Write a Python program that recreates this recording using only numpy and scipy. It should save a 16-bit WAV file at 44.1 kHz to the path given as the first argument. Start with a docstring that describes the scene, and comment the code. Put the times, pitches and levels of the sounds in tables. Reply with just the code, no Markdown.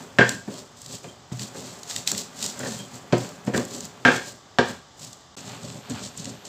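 """A stone pestle in a flat stone mortar on a hard kitchen floor, heard from close by in a small tiled room.
A hard double knock rings the bowl; light taps, rumbling strokes and a burst of snapping seeds at 2 s follow.
Harder knocks come near 3.1, 4.05 and 4.6 s; the sound drops out near 5.36 s, then brighter, closer grinding ends it.
Blows and scrapes ring sets of dying modes, strokes drive random grit, snaps and squeaks are short noises.
Sparse reflections make the room; shaped noise and faint tones make the kitchen air."""
import sys
import numpy as np
from scipy import signal
from scipy.fft import rfft, irfft
from scipy.io import wavfile
from scipy.ndimage import uniform_filter1d

SR = 44100
rng = np.random.default_rng(int(sys.argv[2]) if len(sys.argv) > 2 else 0)


def bounce(signal):
    """Save signal as a 16-bit WAV file at the path given by the first command-line argument."""
    frames = np.transpose(np.atleast_2d(signal))
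    limited = np.clip(frames, -1, 1)
    pcm = np.round(limited * 32767).astype(np.int16)
    wavfile.write(sys.argv[1], SR, pcm)


N = 285768
TIME = np.arange(N) / SR  # s
FLOOR_HZ = 120  # the deepest note of the floor under the mortar
# The short silence. Its start and its end in seconds.
GAP = (5.354, 5.366)


# Blows and rebounds of the pestle, and short stony scrapes near 2.6 s. Each row: start in seconds, bowl ring in
# dB, pitch favoured by the contact spot in Hz, floor thump in dB, thump pitch in Hz, base knock in dB, crack in
# dB, chatter's 60 dB decay in seconds, damping of the bowl as a factor on its decay rate.
BLOWS = [(0.186, -5, 1660, -13.5, 217, -4.5, -15.5, 0.12, 3.1),
         (0.2092, -6, 1600, -24, 166, -23, -25, 0.11, 1.3),
         (0.4767, -44, 1820, -29, 219, -30, -49.5, 0.035, 1.2),
         (1.0435, -50, 1590, -40, 170, -36, -34.5, 0.027, 1.4),
         (1.3152, -59, 1580, -22, 132, -50, -42.5, 0.14, 1.4),
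         (1.548, -46, 1600, -42, 186, -32, -43, 0.082, 1.4),
         (2.1152, -42, 1700, -34, 216, -36, -30, 0.017, 1.4),
         (2.602, -32.5, 1500, -35, 240, -51, -51, 0.065, 2.2),
         (2.6312, -30, 1920, -29, 266, -29, -36, 0.067, 2.8),
         (2.659, -29, 1780, -35, 257, -26.5, -40, 0.09, 2.2),
         (2.8, -50, 1600, -32.5, 201, -44, -46, 0.04, 1.9),
         (3.1245, -31, 1560, -13.5, 196, -9, -20, 0.096, 1.8),
         (3.4732, -33, 1820, -22, 228, -19.5, -37, 0.14, 3.1),
         (3.5367, -27, 1660, -42, 145, -17.5, -38, 0.065, 1.5),
         (3.5459, -21.5, 1820, -19, 130, -35, -27, 0.055, 2.5),
         (3.5767, -37, 1610, -26, 255, -24, -35, 0.082, 2),
         (4.0506, -3.5, 1667, -17, 267, -13.5, -17.5, 0.29, 3.2),
         (4.0788, -12, 1590, -18, 265, -10.5, -20, 0.04, 2.1),
         (4.586, -7.5, 1690, -20.5, 257, -7, -12.5, 0.056, 2.92),
         (5.8948, -59, 1604, -30, 125, -47, -52, 0.17, 1.4)]
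# Modes of the stone bowl. Each row: pitch in Hz, relative level in dB, undamped 60 dB decay in seconds.
BOWL_MODES = [(1485, -5, .05), (1540, -6, .06), (1602, -1, .085), (1630, -2, .075), (1760, -5, .045),
              (1890, -7, .04), (2050, -10, .03), (2300, -11, .03), (2600, -13, .025), (3135, -15, .04),
              (3310, -16, .04)]
# Modes of the mortar's base. Each row: pitch in Hz, relative level in dB, undamped 60 dB decay in seconds.
BASE_MODES = [(251.2, -1, 0.11), (350, -4.5, 0.14), (407.2, 2.5, 0.074), (474, -1.5, 0.087),
              (532.5, 5, 0.044), (638, -5, 0.086), (700, -7.5, 0.065), (819, -5.5, 0.042), (910, -9, 0.034),
              (1022, -14.5, 0.13), (1119, -21, 0.26), (1393, -15.5, 0.019)]
# Spectrum of the crack at contact. Each row: frequency in Hz, relative level in dB.
CRACK_SPECTRUM = [(300, -20), (700, 8.5), (1500, 1.5), (2600, -3), (4000, -7), (5500, -12), (7600, -16),
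                  (9600, -36.5), (16000, -53.5)]


def blows():
    """Each blow or scrape is a push and a dying chatter; base and floor answer just after the bowl rings."""
    out = np.zeros(N)
    t = np.arange(SR // 3) / SR
    base = ringing(BASE_MODES)
    crack = colour(CRACK_SPECTRUM)
    bowl_hz = np.array(BOWL_MODES)[:, :1]
    for s, ring_db, spot_hz, thump_db, thump_hz, knock_db, crack_db, t60, damping in BLOWS:
        chatter, splinter = gain_of(-60 * t / t60) * rng.standard_normal((2, len(t)))
        drive = gain_of(-32) * chatter  # the pestle's rattle, against a push of 1
        drive[0] += 1
        # modes near the spot's own pitch speak louder
        spot_db = 6 * np.exp(-((bowl_hz - spot_hz) / 120) ** 2)
        bowl = ringing(BOWL_MODES, damping, spot_db)
        floor = ringing([(thump_hz, 0, .1), (FLOOR_HZ, -5, .14), (1.37 * thump_hz, -6, .08)])
        splinter = splinter * (1 + 0.19 * np.exp(-t / 0.00043))  # slightly stronger at first contact
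        add(out, s, gain_of(ring_db) * through(drive, bowl / bowl.max()))
        add(out, s + 0.002764, gain_of(knock_db) * through(drive, base / base.max()))
        add(out, s + 0.00343, gain_of(thump_db) * through(drive, floor / floor.max()))
        add(out, s, gain_of(crack_db) * through(splinter, crack))
    return out


# Grinding strokes. Each row: peak in seconds, rise in seconds, fall in seconds (both before the layer's fade
# speed), then peak levels in dB of floor thrum, base rumble, stone on stone, spice crackle.
STROKES = [(0.01, .15, 0.13, -47.5, -44.5, -48.5, -47), (0.319, 0.15, 0.1, -36, -43, -50, -37),
           (0.479, 0.0155, 0.19, -42.5, -39.5, -48, -52), (0.58, 0.16, 0.094, -55, -47, -50.5, -42.5),
           (0.81, 0.088, 0.105, -62, -74, -70, -46), (0.94, 0.11, 0.07, -42, -46.5, -52, -37),
           (1.041, 0.032, 0.17, -48.5, -45.5, -53, -48.5), (1.325, 0.0067, 0.032, -33.5, -45, -55, -42.5),
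           (1.427, 0.095, 0.09, -40.5, -49, -46.5, -36.5), (1.585, .08, 0.16, -46.5, -45.5, -48, -40),
           (1.67, 0.11, 0.26, -51.5, -49.5, -49.5, -42), (1.904, 0.05, 0.12, -61, -55, -44.5, -33.5),
           (1.983, 0.06, .06, -42, -49, -46, -34), (2.084, 0.026, 0.069, -42, -57, -42, -27),
           (2.13, 0.042, 0.13, -41, -40, -54, -45), (2.19, 0.068, 0.076, -53, -49.5, -47, -31.5),
           (2.441, 0.089, .11, -39, -42.5, -41, -30), (2.611, 0.096, 0.18, -47, -39.5, -40.5, -41),
           (2.688, 0.087, 0.21, -39.5, -41, -46.5, -34), (2.945, 0.042, 0.098, -43, -47, -46.5, -43.5),
           (3.215, 0.11, .17, -39, -40.5, -42.5, -39.5), (3.478, 0.029, 0.031, -36, -38, -44, -40.5),
           (3.561, 0.032, 0.098, -26.5, -27, -38, -33), (3.74, 0.1, 0.14, -41.5, -41, -48.5, -37.5),
           (3.86, .1, 0.035, -43, -54, -63, -40.5), (4.16, 0.11, 0.053, -59, -32, -52, -33.5),
           (4.278, 0.15, 0.091, -48, -46.5, -54, -40), (4.685, 0.065, 0.099, -34.5, -40.5, -39.5, -40),
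           (5.019, 0.05, 0.18, -47, -52, -54, -41.5), (5.371, 0.019, 0.093, -49, -47.5, -45, -39.5),
           (5.47, 0.081, 0.17, -43, -50, -46, -43.5), (5.535, 0.11, 0.12, -60, -48, -43, -48),
           (5.638, 0.046, 0.19, -40, -45.5, -50.5, -42.5), (5.77, .12, 0.062, -38.5, -49, -62, -47),
           (5.907, 0.02, 0.068, -27.5, -55.5, -48, -39.5), (5.98, 0.18, 0.1, -56, -45, -41, -46.5),
           (6.048, 0.11, 0.071, -38.5, -48.5, -51, -38), (6.187, 0.039, .09, -39, -68, -61, -37),
           (6.288, 0.1, 0.084, -38.5, -42.5, -49, -42), (6.462, 0.022, .1, -58, -48, -60, -41)]
# Levels between strokes, before leaning. In order: thrum, rumble, rasp, crackle, all in dB.
RESTING_DB = (-68, -61.5, -59, -78)
# Weight left on the pestle between strokes. Each row: time in seconds, dB added to the resting levels.
LEANING = [(0, 10), (.6, -1), (1.3, 0), (1.5, 9), (4.0, 9), (4.4, 1), (5.35, -6), (5.4, 4), (6.48, 8)]
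# How fast each layer leaves a stroke's peak. In order: thrum, rumble, rasp, crackle, all as plain factors.
FADE_SPEED = (1.28, 1.16, .99, 1.29)


def stroke_levels():
    """Every stroke swells to its peak and fades; overlapping strokes add in power. Four levels in dB."""
    t = np.arange(0, N + 64, 64) / SR
    leaning_db = np.interp(t, *np.transpose(LEANING))
    power = gain_of(np.add.outer(RESTING_DB, leaning_db)) ** 2
    for peak, rise, fall, *level_db in STROKES:
        away = np.maximum((peak - t) / rise, (t - peak) / fall)
        away = away ** 1.15  # above 1 a stroke lingers near its peak and stops more suddenly
        drop_db = 15 * np.outer(FADE_SPEED, away)
        power = power + gain_of(np.array(level_db)[:, None] - drop_db) ** 2
    return (np.interp(TIME, t, 10 * np.log10(p)) for p in power)


# Stone rasping on stone. Each row: frequency in Hz, relative level in dB.
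RASP_SPECTRUM = [(300, -25.5), (700, 21.5), (1200, 17), (2000, 12.5), (3200, 10.5), (5000, -7.5)]
# Added brighter rasp from the gap on, heard closer. Each row: frequency in Hz, relative level in dB.
CLOSE_RASP_SPECTRUM = [(1200, -17), (2200, -5.5), (3200, -0.5), (4500, -1), (7000, -28.5)]
# Breaking spice, shared with the snaps. Each row: frequency in Hz, relative level in dB.
CRACKLE_SPECTRUM = [(880, -57), (1500, -26), (1940, -18), (2230, -22), (2560, -15.5), (3000, -12.5),
                    (4160, -7), (5770, -8), (7610, -3.5), (9650, -24), (14300, -24), (16000, -26)]


def grinding():
    """Under the stroke grit shakes floor and base, rasps on the hand-damped bowl and crackles."""
    thrum_db, rumble_db, rasp_db, crackle_db = stroke_levels()
    bumps = evened(grit(300, 1.5, 1.2))

    # the floor note climbs 3.5 Hz per dB as the base is pressed harder
    thrum_hz = 184.6 + 3.5 * np.clip(rumble_db + 45.5, -12, 12)
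    climbing = evened(resonate(resonate(bumps, thrum_hz, width_hz=123), thrum_hz, width_hz=113))
    deepest = evened(resonate(resonate(bumps, FLOOR_HZ, width_hz=48), FLOOR_HZ, width_hz=40))
    thrum = gain_of(thrum_db) * (climbing + gain_of(-6.0) * deepest)
    rumble = through(gain_of(rumble_db) * bumps, ringing(BASE_MODES, damping=1.84))

    stone = gain_of(rasp_db) * grit(400, 1.9, 0.91)
    rasp = gain_of(-5.0) * through(stone, colour(RASP_SPECTRUM))
    rasp = rasp + gain_of(-20.0) * through(stone, ringing(BOWL_MODES, damping=1.5))
    rasp = rasp + gain_of(-10.5) * (TIME > GAP[0]) * through(stone, colour(CLOSE_RASP_SPECTRUM))

    # grains break in clusters
    clumps = gain_of(1.8 * evened(uniform_filter1d(rng.standard_normal(N), 400)))
    grains = gain_of(crackle_db) * evened(clumps * grit(1200, 2.6, .9))
    # light strokes break only fine grains and sound thinner
    coarse = np.clip((crackle_db + 67.5) / 24, 0, 1)
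    crackle = through(coarse * grains, colour(CRACKLE_SPECTRUM))
    crackle = crackle + through((1 - coarse) * grains, colour(tilted(CRACKLE_SPECTRUM, 7, 7000)))
    return thrum + rumble + rasp + crackle


# Seeds snapping, and a few short grinding clicks. Each row: start in seconds, level in dB, tilt below 7600 Hz
# in dB per octave.
SNAPS = [(0.2921, -9.5, 4), (0.817, -28, 17), (0.8615, -26, -2), (1.3945, -20.5, -7.5), (1.832, -24, 1),
         (1.91, -21, -8), (1.9622, -11, -4.5), (2.0746, -12.5, 0), (2.075, -5.5, -3), (2.098, -21, 5),
         (2.116, -9.5, 6), (2.149, -22, -9), (2.178, -13.5, 2.5), (2.426, -14, -3), (2.4407, -14.5, 0),
         (2.462, -12, 2), (2.592, -21, 27), (2.789, -24, 20), (2.955, -30.5, 24), (3.181, -23, 2),
         (3.264, -43, 16), (3.29, -32, 2), (3.45, -35, 14), (3.463, -37, 16), (3.5771, -13, -2.5),
         (3.651, -25, 15), (3.762, -28, 9), (3.806, -21, 1), (3.8513, -23, 10), (4.273, -31, 4),
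         (5.047, -25.5, 16), (5.13, -28, 2), (5.477, -31, 8), (5.701, -27, -6), (5.898, -21.5, 19),
         (6.175, -20, 22), (6.245, -23, 0), (6.255, -21.5, -5), (6.452, -24.5, 5)]


def snaps():
    """Each snap or grinding click is a sharp click and a few milliseconds of splintering."""
    out = np.zeros(N)
    t = np.arange(2000) / SR
    for s, db, tilt_db in SNAPS:
        splinters = rng.standard_normal(len(t)) * np.exp(-(t / 0.0035) ** 3) / 3
        splinters[0] = 1.15  # the click
        shape = tilted(CRACKLE_SPECTRUM, tilt_db, 7600)
        add(out, s, gain_of(db) * through(splinters, colour(shape)))
    return out


# Grains squeaking on stone. Each row: start in seconds, level in dB before the swell and decay, pitch in Hz,
# length in seconds (the sound runs for three lengths as it dies).
SQUEAKS = [(0.535, -44, 3270, 0.027), (1.081, -46, 3164, 0.042), (2.787, -42, 3200, 0.062)]


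def squeaks():
    """Short narrow chirps of noise that swell and die."""
    out = np.zeros(N)
    for s, db, hz, length in SQUEAKS:
        u = np.arange(round(3 * length * SR)) / SR / length  # time in lengths
        chirp = evened(resonate(rng.standard_normal(len(u)), hz, width_hz=54))
        add(out, s, gain_of(db) * chirp * np.tanh(8 * u) * np.exp(-1.5 * u))
    return out


# Kitchen air at the microphone. Each row: frequency in Hz, relative level in dB.
AIR_SPECTRUM = [(18, -52), (30, 7.5), (127, -6.5), (404, -10.5), (486, -12), (866, -7.5), (962, -12),
                (1160, -8.5), (1390, -14.5), (1960, -16.5), (2610, -24.5), (2980, -16), (7670, -18.5),
                (9460, -45), (16000, -50)]
# Faint steady tones. Each row: pitch in Hz, wander in Hz, level in dB, start in seconds, stop in seconds.
TONES = [(1163, 10, -67, 1.85, 5.36), (4900, 200, -70, 0, 5.36), (3550, 80, -70, 0, 5.36),
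         (3600, 50, -65, 5.36, 6.5), (12300, 800, -68, 5.36, 6.5)]


def background():
    """Steady kitchen air with a few faint tones of even strength and wandering pitch."""
    hz = np.fft.rfftfreq(N, 1 / SR)
    air = irfft(rfft(rng.standard_normal(N)) * gain_of(read(AIR_SPECTRUM, hz)), N)
    out = gain_of(-51) * evened(air)
    for tone_hz, wander_hz, db, start, stop in TONES:
        band = irfft(rfft(rng.standard_normal(N)) * np.exp(-((hz - tone_hz) / wander_hz) ** 2), N)
        steady = evened(band / abs(signal.hilbert(band)))  # divided by its own envelope
        out += gain_of(db) * steady * (TIME > start) * (TIME < stop)
    return out


# Decay of the small tiled room. Each row: frequency in Hz, 60 dB decay in seconds.
ROOM_DECAY = [(100, 0.18), (260, 0.25), (700, 0.33), (1800, 0.33), (5000, 0.46), (12000, 0.31)]


def room(x):
    """Sparse reflections of random sign, each band dying at its own speed."""
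    taps = np.zeros(SR // 2)
    at = np.arange(200, len(taps) - 20, 20)
    taps[at + rng.integers(0, 20, len(at))] = rng.choice([-1., 1.], len(at))
    hz, t, z = signal.stft(taps, SR, nperseg=256)
    decay = gain_of(-60 * t / read(ROOM_DECAY, hz)[:, None])
    tail = signal.istft(z * decay, SR, nperseg=256)[1]
    return through(x, tail / np.linalg.norm(tail))


def gain_of(db):
    """Decibels to gain."""
    return 10 ** (np.asarray(db) / 20)


def evened(x):
    """Scales to rms 1."""
    return x / np.sqrt(np.mean(x ** 2) + 1e-20)


def read(points, hz):
    """Reads a table of values on a log-frequency axis."""
    f, value = np.transpose(points)
    return np.interp(np.log(hz + 1), np.log(f + 1), value)


def tilted(points, db_per_octave, below_hz):
    """Tilts a spectrum below a frequency; a positive tilt thins the lows."""
    return [(f, level + db_per_octave * np.log2(min(f, below_hz) / below_hz)) for f, level in points]


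def add(mix, s, sound):
    """Mixes a sound in at a time in seconds."""
    part = mix[round(s * SR):][:len(sound)]
    part += sound[:len(part)]


def colour(points):
    """Causal (minimum-phase) impulse response with the given spectrum, energy 1."""
    db = np.maximum(read(points, abs(np.fft.fftfreq(4096, 1 / SR))), -100)
    log_gain = np.log(gain_of(db))
    phase = -signal.hilbert(log_gain).imag
    taps = np.fft.ifft(np.exp(log_gain + 1j * phase)).real[:2048]
    return taps / np.linalg.norm(taps)


def ringing(modes, damping=1, spot_db=0):
    """Impulse response of a set of dying modes, energy 1; spot_db is how well the contact reaches each mode."""
    hz, db, t60 = np.transpose(modes)[:, :, None]
    t = np.arange(SR // 4) / SR
    sign = (-1) ** np.arange(len(hz))[:, None]
    strength = sign * gain_of(db + spot_db - 60 * damping * t / t60)
    taps = (strength * np.sin(2 * np.pi * hz * t)).sum(0)
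    return taps / np.linalg.norm(taps)


def through(x, taps):
    """Filters a sound."""
    return signal.oaconvolve(x, taps)[:len(x)]


def grit(per_s, spread_db, dense):
    """Random clicks of uneven size over a bed of fine noise."""
    size = gain_of(spread_db * np.minimum(rng.exponential(1, N), 4)) * rng.choice([-1., 1.], N)
    clicks = size * (rng.random(N) < per_s / SR)
    return evened(clicks) + dense * rng.standard_normal(N)


def resonate(x, hz, width_hz):
    """Shifts the curve hz down to zero, smooths, and shifts back: a moving resonance."""
    turn = np.exp(2j * np.pi * np.cumsum(hz * np.ones(len(x))) / SR)
    r = np.exp(-np.pi * width_hz / SR)
    return 2 * (turn * signal.lfilter([1 - r], [1, -r], x / turn)).real


def scene():
    """The mortar, its echo and the kitchen; from the gap on, the rubbed sounds' highest treble is duller."""
    struck = blows()
    rubbed = snaps() + squeaks() + grinding()
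    top = signal.oaconvolve(rubbed, signal.firwin(101, 9400, pass_zero=False, fs=SR), "same")
    rubbed = rubbed - .5 * top * (TIME > GAP[0])
    echo = room(gain_of(-3.5) * struck + gain_of(-11.0) * rubbed)
    return (struck + rubbed + echo + background())[None]


def record(dry):
    """Bass roll-off, soft overload on the hardest blows, the brief silence, then the band limit."""
    thin = signal.sosfilt(signal.butter(4, 80, "high", fs=SR, output="sos"), dry)
    loud = 1.4 * np.tanh(thin / 1.4)
    # 0.36 ms ramps on both sides of the silence
    gapped = loud * np.clip(np.maximum(GAP[0] - TIME, TIME - GAP[1]) / 0.00036, 0, 1)
    band_limit = signal.firwin(511, 15550, window=("kaiser", 9), fs=SR)
    return signal.oaconvolve(gapped, band_limit[None], "same")


dry = scene()
out = record(dry)
bounce(out)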